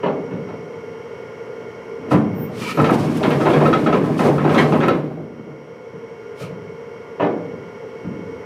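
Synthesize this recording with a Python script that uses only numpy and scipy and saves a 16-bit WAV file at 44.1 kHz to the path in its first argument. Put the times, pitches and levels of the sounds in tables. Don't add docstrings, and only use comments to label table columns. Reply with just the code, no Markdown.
import sys
import numpy as np
from scipy import signal
from scipy.fft import rfft, irfft, next_fast_len
from scipy.io import wavfile

SR = 44100
rng = np.random.default_rng(int(sys.argv[2]) if len(sys.argv) > 2 else 0)


def master(y):
    cut = np.clip(np.atleast_2d(y).T, -1, 1)
    pcm = np.round(cut * 32767)
    wavfile.write(sys.argv[1], SR, pcm.astype(np.int16))


N = 372644
TIME = np.arange(N) / SR

# (frequency [Hz], level [dB])
FLOW_SPECTRUM = [(25, -41), (50, -44), (70, -15), (100, -4.5), (320, -6), (440, -0.5), (600, -6.5),
                 (790, -18), (950, -9), (1700, -19.5), (2150, -14.5), (2400, -26), (3100, -24.5),
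                 (3600, -36.5), (5700, -33.5), (7000, -42.5), (15000, -53.5)]
# (frequency [Hz], width [Hz], level [dB])
HOUSING_MODES = [(417, 18.2, -4), (460.9, 17.2, -2), (498, 22.5, -6.5), (1426, 25, -26), (2189, 48, -23),
                 (5540, 350, -31.5)]
# (frequency [Hz], level [dB])
WHINE_TONES = [(120.5, -54.5), (180, -60.5), (238.7, -53), (445, -43), (457.6, -44), (469, -42),
               (538, -52.5), (716, -53.5), (861.3, -57.5), (878, -53.5), (1035, -58), (1410, -52.5),
               (1462, -61.5), (1846, -64.5), (2024, -67.5), (2207, -53), (2224, -62.5), (2767, -64.5),
               (3128, -68.5), (3235, -68.5), (5609, -68)]
# (time [s], level [dB])
HUM_FADER = [(0, 1.5), (3, 2), (5.1, -5.5), (6.2, -1), (8.45, 1.3)]

# (frequency [Hz], level [dB])
HULL_SPECTRUM = [(40, -33), (70, -17.5), (110, -4.5), (155, 5), (220, 1), (440, -2.5), (640, -8),
                 (900, -10.5), (1400, -18), (2500, -21.5), (3600, -43.5), (4900, -33), (6800, -54),
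                 (15000, -51)]
# (frequency [Hz], t60 [s])
HULL_DECAY = [(80, 2.56), (200, 1.63), (560, 0.95), (1470, 0.35), (3900, 0.052), (12000, .15)]
# (frequency [Hz], level [dB], t60 [s])
PIPE_MODES = [(299, 0.5, 0.53), (394, -7.5, 0.77), (426, -7.5, 0.47), (510, -10, 0.66), (603, -4.5, 0.65),
              (636, -12, 0.52), (1057, -26, 0.3), (1780, -11.5, 0.33), (2590, -13, 0.24), (2930, -15, 0.14)]
# (time [s], level [dB], clang offset [dB], thud offset [dB], favoured pitch [Hz])
PIPE_BUMPS = [(0.03, -15, 3.5, -25, 424), (0.056, -23, 7.5, -11, 410), (0.307, -14.5, -10.5, -18, 423),
              (0.385, -25, -25, -33, 441), (1.611, -39.5, 2, -16, 468), (2.106, -8, -7, -3, 342),
              (2.115, -5.5, -11, -26, 344), (2.147, -7.5, -10.5, -18, 450), (2.784, -5, -9.5, -29, 361),
              (5.933, -26.5, -20, -21, 456), (6.405, -19.5, -9.5, -7, 430), (6.496, -23.5, -13, -11, 450),
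              (7.196, -14.5, 3.5, -6.5, 460), (7.221, -20, 8.5, -12, 616), (7.505, -25, -11, -16, 479),
              (8.042, -13.5, -29, -4.5, 525), (8.085, -25, -16, -30, 342)]

# (start [s], attack [s], hold [s], t60 [s], level [dB])
BRAKE_SLIPS = [(2.085, 0.037, 0.0088, 0.25, -47.5), (2.46, 0.17, 0.075, 0.51, -45),
               (3.324, 0.089, 0.29, 0.33, -54.5), (4.146, 0.036, 0.08, 0.73, -48),
               (4.374, 0.18, 0.015, 1, -46.5), (6.334, 0.073, 0.02, 0.22, -52)]
# (frequency [Hz], level [dB])
SCRAPE_SPECTRUM = [(500, 5.5), (1200, 13), (2000, 8), (2900, 14), (3800, 9.5), (5200, 8.5), (7000, 2.5),
                   (9500, 1.5), (12000, -4.5), (14500, -6), (16000, -17)]
# (start [s], attack [s], hold [s], t60 [s], level [dB])
DRUM_GROANS = [(2.549, 0.12, 0.039, 0.5, -27), (6.35, 0.082, 0.012, 0.3, -41)]
# (frequency [Hz], width [Hz], level [dB])
DRUM_MODES = [(974, 34, 5), (1260, 75, 12.5), (1890, 150, 7), (2340, 170, 13.5), (2760, 67, 5),
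              (2980, 170, 5), (4300, 330, 2), (4770, 430, -2)]
# (start [s], attack [s], hold [s], t60 [s], level [dB], starting pitch [Hz], glide [Hz/s])
BRAKE_SQUEALS = [(2.309, 0.12, 0.015, 0.14, -41, 14640, -950), (2.707, 0.04, 0.025, 0.15, -53, 12380, 400)]

# (time [s], level [dB])
GRIT_SNAPS = [(2.8165, -34), (2.9074, -33), (3.172, -32), (3.3024, -35), (3.6774, -38), (4.581, -37),
              (4.8813, -32)]
# (start [s], attack [s], hold [s], t60 [s], level [dB])
CHAIN_MOVES = [(1.915, 0.12, 0.83, 0.72, -31), (2.744, 0.049, 2.157, 0.6, -18)]
# (frequency [Hz], level [dB])
RUMBLE_SPECTRUM = [(25, -49), (50, -35), (75, -12.5), (100, -6.5), (150, 2.5), (220, 4.5), (330, 4.5),
                   (480, -11), (700, -27), (1200, -17), (3000, -56)]
# (frequency [Hz], width [Hz], level [dB])
DECK_MODES = [(149.4, 10, 0.5), (186.8, 3.3, -12.5), (234.4, 2.5, -9), (319, 27, -7.5), (342.6, 12, -18),
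              (404.8, 13.2, -6), (444, 8.6, -5.5), (616, 45, -7), (759, 34, -12)]
# (frequency [Hz], level [dB])
RATTLE_SPECTRUM = [(200, -13.5), (500, -1), (750, 7), (880, 4.5), (1020, 12), (1400, -3), (1600, 2),
                   (2500, -2.5), (3500, -19), (5500, -43), (9000, -85)]
# (frequency [Hz], level [dB], t60 [s])
LINK_MODES = [(773, -12, 0.22), (1026, -0.5, 0.035), (1279, -0.5, 0.11), (1284, 0.5, 0.18), (1340, 1, 0.11),
              (1554, -38, 0.075), (1830, -8, 0.063), (2526, -8, 0.056), (2760, -22, 0.17),
              (3030, -29, 0.17), (3500, -61, 0.067), (3860, -25, 0.25), (4200, -33, 0.24),
              (4510, -29, 0.15), (5630, -34, 0.23)]
# (time [s], level [dB], ring offset [dB], edge offset [dB])
WHEEL_CLANKS = [(0.486, -27, -10.5, -29), (2.112, -6, -16, -29), (2.772, -9, -16, -42),
                (2.797, -11.5, -6, -36), (2.842, -11, -5.5, -14), (2.89, -6, -11.5, -36),
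                (3.23, -7, -20, -14.5), (3.304, -11.5, -17, -15.5), (3.403, -10.5, -13, -24),
                (3.452, -3.5, -28, -23.5), (3.499, -13.5, -23, -16.5), (3.532, -7.5, -23, -18.5),
                (3.604, -8, -17, -21.5), (3.654, -11.5, -1.5, -18), (3.729, -13, 1, -12),
                (3.862, -8.5, -11, -18.5), (3.925, -6, -13, -21.5), (4.034, -23, -8, -36),
                (4.191, -7, -14, -22.5), (4.248, -5.5, -25, -30), (4.38, -11.5, -14, -24.5),
                (4.442, -8, -16, -25.5), (4.492, -8.5, -18, -21), (4.544, -5.5, -16, -20),
                (4.577, -9, -27, -7), (4.721, -6.5, -19, -25), (4.802, -13.5, -17, -16),
                (4.828, -7.5, -9.5, -21.5), (4.882, -11, 0.5, -16)]


def from_db(db):
    return 10 ** (np.asarray(db) / 20)


def rms_one(x):
    return x / np.sqrt(np.mean(x ** 2) + 1e-20)


def at_hz(points, hz):
    points = np.array(points)
    return np.interp(np.log(np.maximum(hz, 1)), np.log(points[:, 0]), points[:, 1])


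def coloured(x, spectrum):
    size = next_fast_len(N)
    gains = from_db(at_hz(spectrum, np.arange(size // 2 + 1) * SR / size))
    return rms_one(irfft(rfft(x, size) * gains, size)[:N])


def band(x, low_hz, high_hz):
    return signal.sosfilt(signal.butter(2, [low_hz, high_hz], "band", fs=SR, output="sos"), x)


def drift(per_s):
    knots = rng.standard_normal(1000)
    return np.interp(TIME * per_s, np.arange(len(knots)), knots)


def swell(start_s, attack_s, hold_s, t60, db):
    t = TIME - start_s
    rise = np.clip(t / attack_s, 0, 1) ** 2
    released_s = np.clip(t - attack_s - hold_s, 0, 2 * t60)
    return rise * from_db(db - 60 * released_s / t60)


def contacts(per_s, spread_db):
    sizes = from_db(spread_db * np.minimum(rng.exponential(1, N), 4))
    signs = rng.choice([-1, 1], N)
    return sizes * signs * (rng.random(N) < per_s / SR)


def blows(times, levels_db, chatter_s, first, rebounds=14):
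    out = np.zeros(N + SR)
    for s, db in zip(times, levels_db):
        delays = np.append(0, rng.uniform(0, 2, rebounds))
        sizes = np.append(first, rng.standard_normal(rebounds)) * np.exp(-delays)
        samples = ((s + delays * chatter_s) * SR).astype(int)
        np.add.at(out, samples, from_db(db) * sizes / np.linalg.norm(sizes))
    return out[:N]


def strike(clicks, response):
    onset_rms = np.sqrt(np.mean(response[:SR // 25] ** 2))
    return signal.fftconvolve(clicks, response / onset_rms)[:N]


def resonate(x, modes):
    out = 0
    for hz, width_hz, db in modes:
        radius = np.exp(-1.5 * np.pi * width_hz / SR)
        section = [1, 0, -1, 1, -2 * radius * np.cos(2 * np.pi * hz / SR), radius ** 2]
        out += from_db(db) * rms_one(signal.sosfilt([section, section], x))
    return rms_one(out)


def ring(times, levels_db, modes, detune, build_s, scatter_db):
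    hz, db, t60 = np.transpose(modes)[:, :, None]
    t, out = TIME[:SR // 2], np.zeros(N + SR)
    envelopes = from_db(db - 60 * t / t60) * (1 - np.exp(-t / build_s))
    for s, level_db in zip(times, levels_db):
        strength, tuning, phase = rng.standard_normal((3, len(hz), 1))
        waves = np.sin(2 * np.pi * (hz * (1 + detune * tuning) * t + phase))
        gains = from_db(level_db + scatter_db * strength)
        start = int(s * SR)
        out[start:start + len(t)] += np.sum(gains * envelopes * waves, axis=0)
    return out[:N]


def machinery(flow_db, housing_db, whine_db, waver_rad, flutter_db):
    out = from_db(flow_db) * coloured(rng.standard_normal(N), FLOW_SPECTRUM)
    out += from_db(housing_db) * resonate(rng.standard_normal(N), HOUSING_MODES)
    for hz, db in WHINE_TONES:
        phase = 2 * np.pi * (hz * TIME + rng.random()) + waver_rad * drift(5)
        out += np.sqrt(2) * from_db(db + whine_db + flutter_db * drift(12)) * np.sin(phase)
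    return out * from_db(np.interp(TIME, *np.transpose(HUM_FADER)))


def hull_response(rise_s=0.0015, near_db=3, spread_s=0.083):
    t, out = TIME[:int(1.5 * SR)], 0
    white = rng.standard_normal((2, len(t)))
    for k, hz in enumerate(np.geomspace(42, 15200, 18)):
        modes = rms_one(band(white[k % 2], hz / 2 ** 0.25, hz * 2 ** 0.25)) * np.sqrt(hz)
        out += modes * from_db(at_hz(HULL_SPECTRUM, hz) - 60 * t / at_hz(HULL_DECAY, hz))
    punch = 1 + from_db(near_db) * np.exp(-t / spread_s)
    return out * (1 - np.exp(-t / rise_s)) * punch


def pipe_bumps(thud_db, boom_db, clang_db, ring_db, favour_db=8, favour_width=0.23):
    hull = hull_response()
    s, db, clang_offset, thud_offset, favoured_hz = np.transpose(PIPE_BUMPS)
    thud = strike(blows(s, db + thud_offset + thud_db, chatter_s=0.0032, first=3.9), band(hull, 46, 143))
    boom = strike(blows(s, db + boom_db, chatter_s=0.01202, first=3.5), band(hull, 93.5, 336))
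    clang_hits = blows(s, db + clang_offset + clang_db, chatter_s=0.024, first=1.38)
    clang = strike(clang_hits, band(hull, 247, 4100))
    distance = np.log(np.array(PIPE_MODES)[:, 0] / favoured_hz[:, None]) / favour_width
    modes_db = (db + clang_offset + ring_db)[:, None] + favour_db * np.exp(-distance ** 2)
    tail = ring(s, modes_db[:, :, None], PIPE_MODES, detune=0.0044, build_s=0.0047, scatter_db=-4)
    return thud + boom + clang + tail


def brake(scrape_db, groan_db, squeal_waver_hz):
    roughness = from_db(2.4 * drift(35))
    drag_start_s, sag_db_per_s = 2.64, 6
    drag_db = -48 - sag_db_per_s * (TIME - drag_start_s)
    dragging = swell(drag_start_s, attack_s=0.2, hold_s=2.05, t60=0.47, db=drag_db)
    slipping = np.sqrt(dragging ** 2 + sum(swell(*slip) ** 2 for slip in BRAKE_SLIPS))
    groaning = sum(swell(*groan) for groan in DRUM_GROANS)
    scrape = from_db(scrape_db) * coloured(contacts(per_s=16000, spread_db=1), SCRAPE_SPECTRUM)
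    drum = from_db(groan_db) * resonate(contacts(per_s=4000, spread_db=3), DRUM_MODES)
    out = roughness * (slipping * scrape + groaning * drum)
    for start_s, *shape, hz, glide in BRAKE_SQUEALS:
        pitch = hz + glide * (TIME - start_s) + squeal_waver_hz * drift(110)
        out += swell(start_s, *shape) * np.sqrt(2) * np.sin(2 * np.pi * np.cumsum(pitch) / SR)
    return out


def grit(snap_db, t60):
    s, db = np.transpose(GRIT_SNAPS)
    t = TIME[:SR // 10]
    tick = band(rng.standard_normal(len(t)), 4200, 13000) * from_db(-60 * t / t60)
    return strike(blows(s, db + snap_db, chatter_s=0.009, first=5), tick)


def clank_surges(share_db, t60, attack_s=0.013, hold_s=0.029):
    return np.sqrt(sum(swell(s, attack_s, hold_s, t60, db + share_db) ** 2 for s, db, *_ in WHEEL_CLANKS))


def running_chain(rumble_db, deck_db, rattle_db, slide_db=-11.5, boom_db=-6, boom_t60=2.5):
    rumble = from_db(rumble_db) * coloured(contacts(per_s=440, spread_db=0), RUMBLE_SPECTRUM)
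    deck = from_db(deck_db) * resonate(contacts(per_s=300, spread_db=7.5), DECK_MODES)
    rattle = from_db(rattle_db) * coloured(contacts(per_s=1800, spread_db=0.5), RATTLE_SPECTRUM)
    motion = sum(swell(*move) for move in CHAIN_MOVES)
    booming = sum(swell(s, attack, hold, boom_t60, db + boom_db) for s, attack, hold, _, db in CHAIN_MOVES)
    rumbling = np.hypot(np.maximum(motion, booming), clank_surges(share_db=-12.5, t60=0.59))
    rattling = np.hypot(from_db(slide_db) * motion, clank_surges(share_db=-14.5, t60=0.15))
    return rumbling * (rumble + deck) + rattling * rattle


def link_clanks(body_db, edge_db, ring_db, spots=3):
    responses = [hull_response() for _ in range(spots)]
    s, db, ring_offset, _ = np.transpose(WHEEL_CLANKS)
    out = ring(s, db + ring_offset + ring_db, LINK_MODES, detune=0.0026, build_s=0.0015, scatter_db=0.5)
    for k, hull in enumerate(responses):
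        s, db, _, edge_offset = np.transpose(WHEEL_CLANKS[k::spots])
        body_hits = blows(s, db + body_db, chatter_s=0.017, first=2.05)
        edge_hits = blows(s, db + edge_offset + edge_db, chatter_s=0.011, first=1.7)
        out += strike(body_hits, band(hull, 366, 1800)) + strike(edge_hits, band(hull, 1560, 6100))
    return out


def scene():
    bumps = pipe_bumps(thud_db=-13, boom_db=-11.5, clang_db=-8, ring_db=-12.5)
    clanks = link_clanks(body_db=-10.5, edge_db=-0.5, ring_db=-0.5)
    run = running_chain(rumble_db=-3, deck_db=-4.5, rattle_db=-6)
    snaps = grit(snap_db=-17, t60=0.059)
    friction = brake(scrape_db=9, groan_db=-2.5, squeal_waver_hz=55)
    hum = machinery(flow_db=-40, housing_db=-37.5, whine_db=-2.5, waver_rad=0.25, flutter_db=1.8)
    return (bumps + clanks + run + snaps + friction + hum)[None, :]


def record(dry):
    ceiling, cutoff_hz = 0.72, 16200
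    rounded = dry / (1 + (dry / ceiling) ** 6) ** (1 / 6)
    return signal.sosfilt(signal.cheby2(18, 70, cutoff_hz, fs=SR, output="sos"), rounded)


dry = scene()
out = record(dry)
master(out)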